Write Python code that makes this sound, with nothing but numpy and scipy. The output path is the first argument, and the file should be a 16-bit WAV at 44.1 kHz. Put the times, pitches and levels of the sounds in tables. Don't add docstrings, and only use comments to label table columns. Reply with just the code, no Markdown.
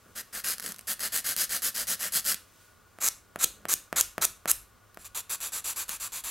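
import sys
import numpy as np
from scipy import signal
from scipy.fft import rfft, irfft, next_fast_len
from scipy.io import wavfile

SR = 44100
rng = np.random.default_rng(int(sys.argv[2]) if len(sys.argv) > 2 else 0)


def persist_wave(psi):
    counts = np.round(np.clip(psi, -1, 1) * 32767).astype(np.int16)
    wavfile.write(sys.argv[1], SR, np.atleast_2d(counts).T)


N = 277830
TIME = np.arange(N) / SR
RING_SIZE = 2048
FREQS = np.maximum(np.arange(RING_SIZE // 2 + 1) * SR / RING_SIZE, 1)


def undb(db):
    return 10 ** (np.asarray(db) / 20)


def unit(x):
    return x / np.sqrt(np.mean(x ** 2))


def add(track, start_s, sound):
    i = max(int(start_s * SR), 0)
    track[i:i + len(sound)] += sound[:max(N - i, 0)]


def colour(x, points):
    hz, db = np.transpose(points)
    size = next_fast_len(len(x))
    f = np.maximum(np.arange(size // 2 + 1) * SR / size, 1)
    gain = undb(np.interp(np.log(f), np.log(hz), db))
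    return irfft(rfft(x, size) * gain, size)[:len(x)]


def ring(modes, scatter_db=0, detune=0):
    power = 1e-9
    for (hz, width, db), (louder, higher) in zip(modes, rng.standard_normal((len(modes), 2))):
        hz = hz * (1 + detune * higher)
        distance = (FREQS - hz ** 2 / FREQS) / width
        power = power + undb(db + scatter_db * louder) ** 2 / (1 + distance ** 2 / 2) ** 2
    cepstrum = irfft(np.log(power) / 2)
    cepstrum[1:RING_SIZE // 2] *= 2
    cepstrum[RING_SIZE // 2 + 1:] = 0
    response = irfft(np.exp(rfft(cepstrum)))
    return response / np.linalg.norm(response)


def grit(speed, grains_per_s, judder_db, judder_hz):
    n = len(speed)
    chance = rng.random(SR // 4)[:n]
    push, slips = rng.standard_normal((2, SR // 4))[:, :n]
    grains = (chance < grains_per_s * speed / SR) * push
    judder = np.interp(np.arange(n) / SR * judder_hz, np.arange(n), slips)
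    return unit(grains * undb(judder_db * judder))


def rub(force, body):
    travel = np.linspace(0, 1, len(force))
    first, last = [ring(body, scatter_db=1, detune=.02) for _ in range(2)]
    return signal.fftconvolve(force * (1 - travel), first) + signal.fftconvolve(force * travel, last)


def crack(body, decay_s, crumble):
    t = np.arange(RING_SIZE // 4) / SR
    force = crumble * rng.standard_normal(len(t)) * np.exp(-t / decay_s)
    force[0] = 1
    sound = signal.fftconvolve(force, ring(body))
    return sound / np.linalg.norm(sound) * np.sqrt(.0002 * SR)


def clicks(events, body, gain_db, decay_s, crumble):
    out = np.zeros(N)
    for start, db in events:
        add(out, start, undb(db + gain_db) * crack(body, decay_s, crumble))
    return out


# frequency in Hz, relative level in dB.
AIR_TONE = [(15, -48), (25, -2), (53, 0), (71, -2.5), (86, -0.5), (107, -3.5), (129, -15), (164, -12.5),
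            (331, -18.5), (421, -16), (848, -20.5), (1490, -19.5), (2360, -25.5), (11800, -32),
            (15500, -31.5)]
# pitch in Hz, width in Hz, relative level in dB.
FAN_TONES = [(1143, 150, -1.5), (1450, 33, 3.5)]

def background(fan_db, hum_db):
    air = undb(-59.5) * unit(colour(rng.standard_normal(N), AIR_TONE))
    air = colour(air, [(30, -12), (60, -7.5), (200, 0.5)])
    fan = signal.fftconvolve(rng.standard_normal(N), ring(FAN_TONES))[:N]
    hum = np.sin(2 * np.pi * 100 * TIME)
    return air + undb(fan_db) * fan + undb(hum_db) * hum


# frequency in Hz, boost or cut in dB.
ECHO_TONE = [(100, 12.5), (300, 0.5), (1000, -1.5), (3000, 1.5), (5000, -1), (7000, -3.5), (9500, -0.5),
             (12000, -3.5), (15500, -7)]

def room_echo(x, bench_s, bench_db, low_fade_s, treble_fade_s):
    t = np.arange(SR // 2) / SR
    noise = rng.standard_normal(len(t))
    low = colour(noise, [(4000, 0), (12000, -20)])
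    tail = low * undb(-60 * t / low_fade_s) + (noise - low) * undb(-60 * t / treble_fade_s)
    tail *= 1 - np.exp(-(t / 0.0036) ** 2)
    response = undb(-12.5) * colour(tail / np.linalg.norm(tail), ECHO_TONE)
    add(response, bench_s, np.array([undb(bench_db)]))
    return signal.fftconvolve(x, response)[:N]


# frequency in Hz, strength of the spread in dB.
STEREO_WIDTH = [(30, -25), (100, -19.5), (280, -10), (700, -15), (1800, -27), (3500, -34), (6000, -13),
                (10500, -11.5), (11500, -19.5), (15000, -41)]

def stereo_side(direct, ambient):
    spread = rng.standard_normal(RING_SIZE) * np.linspace(1, 0, RING_SIZE)
    diffuse = signal.oaconvolve(ambient, spread / np.linalg.norm(spread))[:N]
    out_of_step = signal.hilbert(direct, next_fast_len(N)).imag[:N]
    return colour(out_of_step + diffuse, STEREO_WIDTH)


# time in seconds, level in dB.
FINGER_LEVELS = [(0, -67), (2.3, -57), (2.45, -66.5), (2.65, -61), (2.85, -84), (3.0, -79), (6.3, -89)]

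def fingers():
    rustle = rng.standard_normal(N) * undb(4 * rng.standard_normal(N))
    rustle = unit(colour(rustle, [(300, -12), (2500, -1.5), (7000, -2.5), (15000, -5.5)]))
    return undb(np.interp(TIME, *np.transpose(FINGER_LEVELS))) * rustle


def arm_thuds(strokes, snaps, snap_db, turn_db, decay_s):
    jolts = np.zeros(N)
    fade = np.exp(-np.arange(SR // 2) / SR / decay_s)
    for start, _, _ in strokes:
        add(jolts, start, undb(turn_db) * fade)
    for release, db in snaps:
        add(jolts, release, undb(snap_db + db / 2) * fade)
    rumble_tone = [(15, -15), (30, -8), (44, 3.5), (70, -8), (120, -10.5), (220, -29), (1000, -66)]
    return jolts * unit(colour(rng.standard_normal(N), rumble_tone))


# start in seconds, length in seconds, relative level in dB.
DRAGS = [(0, 0.17, -63.5), (0.597, 0.13, -53.5), (3.471, 0.24, -64.5)]
# pitch in Hz, width in Hz, relative level in dB.
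DRAG_RING = [(206, 80, 4.5), (446, 180, -2.5), (1400, 290, -9)]

def dragging(strokes, taps, swipes, gain_db, lead_s):
    stroke_db, resting_db = -65, -68.5
    under_strokes = [(start - lead_s, length + lead_s, stroke_db) for start, length, _ in strokes]
    before_swipes = [(tap, start - tap, resting_db) for (tap, _), (start, *_) in zip(taps, swipes)]
    out = np.zeros(N)
    for start, length, db in DRAGS + under_strokes + before_swipes:
        speed = np.hanning(int(length * SR)) ** .5
        force = speed * undb(db + gain_db) * grit(speed, grains_per_s=1500, judder_db=3.5, judder_hz=149)
        add(out, start, rub(force, DRAG_RING))
    return out


# time in seconds, relative level in dB.
TAPS = [(2.9871, -26.5), (3.3597, -15), (3.6542, -15.5), (3.9280, -10.5), (4.181, -10), (4.4573, -13),
        (4.9730, -23)]
# pitch in Hz, width in Hz, relative level in dB.
TAP_RING = [(278, 470, 2.5), (643, 180, 6), (1330, 690, 2), (1780, 400, -6), (2550, 550, -10.5)]

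def tapping(tick_body, knock_db, tick_db):
    out = np.zeros(N)
    for start, db in TAPS:
        knock = signal.lfilter(np.hanning(7), 3, ring(TAP_RING))
        add(out, start, -undb(db + knock_db) * knock)
        add(out, start, undb(db + tick_db) * crack(tick_body, decay_s=0.00041, crumble=0.18))
    return out


# time in seconds, level in dB.
HARD_CATCHES = [(.351, -24), (.4445, -18), (.598, -19.5), (.662, -17), (.721, -22), (.792, -26),
                (.994, -24), (1.3645, -13), (1.506, -25), (2.344, -16), (4.945, -37.5), (5.893, -15)]

def catching(body, stall_start_s, stall_end_s, stutters_per_s, stutter_db, fade_db_per_s):
    beats = np.arange(stall_start_s, stall_end_s, 1 / stutters_per_s)
    late, strength = rng.random((len(beats), 2)).T
    levels = stutter_db - fade_db_per_s * (beats - stall_start_s) + (2 * strength - 1)
    stutter = list(zip(beats + .5 * late / stutters_per_s, levels))
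    return clicks(HARD_CATCHES + stutter, body, gain_db=0, decay_s=0.0014, crumble=.6)


# start in seconds, release in seconds, relative level in dB,
# rise time in seconds, growth over the swipe in dB, relative level of the closing snap in dB.
SWIPES = [(2.998, 3.087, -22, 0.041, -3, -10.5), (3.387, 3.444, -29, 0.0018, 20.5, -3.5),
          (3.684, 3.739, -25.5, .001, 4.5, -4.5), (3.958, 4.0108, -23, 0.0037, 0, 0.5),
          (4.211, 4.2522, -22.5, 0.0037, 3, -4), (4.475, 4.515, -23.5, .002, 6.5, 0.5)]
# pitch in Hz, width in Hz, relative level in dB.
SWIPE_RING = [(497, 570, -11), (1310, 610, -2), (2270, 1000, -5.5), (4075, 900, -0.5), (5210, 500, -3),
              (6400, 940, 5.5), (7400, 1400, 6), (9300, 950, 0.5), (11400, 2300, 4.5), (13100, 1800, -2.5),
              (15000, 5200, -10)]

def swiping(gain_db):
    out = np.zeros(N)
    for start, release, db, attack_s, growth_db, _ in SWIPES:
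        length = release - start
        progress = np.linspace(0, 1, int(length * SR))
        contact = 1 - np.exp(-progress * length / attack_s)
        pressure = contact * undb(db + gain_db + growth_db * (progress - .5))
        force = pressure * grit(contact, grains_per_s=20000, judder_db=2, judder_hz=883)
        bright = rub(force, SWIPE_RING)
        dull = colour(bright, [(2000, 6), (6000, -2)])
        speed = np.minimum(np.arange(len(bright)) / len(progress), 1)
        add(out, start, speed * bright + (1 - speed) * dull)
    return out


# pitch in Hz, width in Hz, relative level in dB.
SNAP_RING = [(402, 500, -6), (1270, 790, -13.5), (4260, 3800, -4.5), (7670, 4800, 3.5), (11300, 5200, 1.5)]

def snapping(snaps):
    return clicks(snaps, SNAP_RING, gain_db=0.5, decay_s=0.00063, crumble=0.21)


# time in seconds, boost or cut in dB.
HAND_EFFORT = [(1.12, -1), (1.3, 1), (1.5, 0), (2.0, -1.8), (2.25, 4), (5.4, 1.3), (5.52, 0.5), (5.64, 3.3),
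               (5.85, -1), (6.25, -1)]

def even_run(start_s, cycle_s, push_pull, count):
    strokes = []
    for k in range(count):
        delay, length, db = push_pull[k % 2]
        start = start_s + k // 2 * cycle_s + delay
        strokes.append((start, length, db + np.interp(start, *np.transpose(HAND_EFFORT))))
    return strokes


def sanding(strokes, body, gain_db, bite, growth_db, hollow_db, sharpness, floor_db,
            grains_per_s, judder_db):
    full_bite_db = -29
    out = np.zeros(N)
    for start, length, db in strokes:
        progress = np.linspace(0, 1, int(length * SR))
        speed = np.abs(np.sin(np.pi * (bite + (1 - bite) * progress)))
        level = undb(db + gain_db + growth_db * (progress - .5))
        pressure = (speed ** sharpness + undb(floor_db)) * level
        sound = rub(pressure * grit(speed, grains_per_s, judder_db, judder_hz=722), body)
        low_db = hollow_db + min(0.82 * (full_bite_db - db), 2.5)
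        add(out, start, colour(sound, [(1800, low_db), (4500, 0.015)]))
    return out


# start in seconds, length in seconds, relative level in dB.
LIGHT_OPENING = [(4.986, 0.07, -52.5), (5.045, 0.038, -42.5), (5.147, 0.068, -32.5), (5.295, 0.07, -30)]
# delay in seconds, length in seconds, relative level in dB.
LIGHT_PUSH_PULL = [(0, .096, -34.5), (.117, .09, -33)]
# pitch in Hz, width in Hz, relative level in dB.
LIGHT_RING = [(156, 190, -15.5), (600, 620, -9), (1130, 400, -0.5), (1630, 700, -4.5), (2520, 550, -2),
              (3620, 800, -5), (4480, 1250, -4.5), (6080, 550, -1), (7350, 810, 4.5), (8800, 2100, -4.5),
              (10940, 1220, 1.5), (12300, 3000, -4), (14700, 2500, -10.5)]

def light_sanding():
    strokes = LIGHT_OPENING + even_run(5.403, cycle_s=.239, push_pull=LIGHT_PUSH_PULL, count=8)
    sound = sanding(strokes, LIGHT_RING, gain_db=-1.78, bite=.09, growth_db=-1, hollow_db=-4,
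                    sharpness=0.23, floor_db=-32, grains_per_s=26000, judder_db=0.7)
    return sound, strokes


# start in seconds, length in seconds, relative level in dB.
FIRM_OPENING = [(.153, 0.075, -37), (0.327, 0.099, -36.5), (0.438, 0.12, -29), (0.617, 0.12, -38.5),
                (.871, 0.077, -29.2), (1.001, 0.095, -30.5)]
# delay in seconds, length in seconds, relative level in dB.
FIRM_PUSH_PULL = [(0, 0.093, -26.5), (0.123, 0.11, -29.5)]
# pitch in Hz, width in Hz, relative level in dB.
FIRM_RING = [(210, 110, -6.5), (593, 310, -6.5), (1414, 530, -2.5), (1735, 514, 0.5), (3030, 920, -4.5),
             (4160, 530, -3.5), (4960, 910, -1), (6520, 1230, -1.5), (8080, 1300, -1), (10340, 1700, 1),
             (12000, 1100, 0.5), (13100, 1800, -5), (15300, 1500, -7.5)]
# frequency in Hz, strength of the lean in dB.
LEFT_LEAN = [(300, -42), (600, -21), (2000, -19.5), (10000, -26), (12000, -63)]

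def firm_sanding():
    strokes = FIRM_OPENING + even_run(1.1195, cycle_s=.2503, push_pull=FIRM_PUSH_PULL, count=10)
    sound = sanding(strokes, FIRM_RING, gain_db=-1.38, bite=.14, growth_db=3, hollow_db=-1.73,
                    sharpness=0.76, floor_db=-19, grains_per_s=12000, judder_db=1.5)
    return sound, colour(sound, LEFT_LEAN), strokes


def scene():
    firm, lean, firm_strokes = firm_sanding()
    light, light_strokes = light_sanding()
    snaps = [(release, db) for _, release, *_, db in SWIPES]
    work = firm + light + swiping(gain_db=-0.63)
    work += catching(FIRM_RING, stall_start_s=.581, stall_end_s=.81, stutters_per_s=50,
                     stutter_db=-24.5, fade_db_per_s=43)
    work += snapping(snaps)
    work += tapping(FIRM_RING, knock_db=6.5, tick_db=-13.5)
    work += dragging(firm_strokes, TAPS, SWIPES, gain_db=2, lead_s=.01)
    echo = room_echo(work, bench_s=0.0044, bench_db=-19, low_fade_s=0.32, treble_fade_s=0.27)
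    quiet = fingers() + background(fan_db=-66.5, hum_db=-69.5)
    thuds = arm_thuds(firm_strokes + light_strokes, snaps, snap_db=-53.5, turn_db=-61.5, decay_s=0.087)
    mid = work + echo + quiet + thuds
    side = stereo_side(undb(-3.5) * work, undb(-2) * echo + undb(9) * quiet) + lean
    return np.array([(mid + side) * undb(0.03), (mid - side) * undb(-0.03)])


def record(dry):
    rounded = dry / (1 + (dry / .85) ** 6) ** (1 / 6)
    return signal.sosfilt(signal.ellip(10, .2, 70, 15800, fs=SR, output="sos"), rounded)


dry = scene()
out = record(dry)
persist_wave(out)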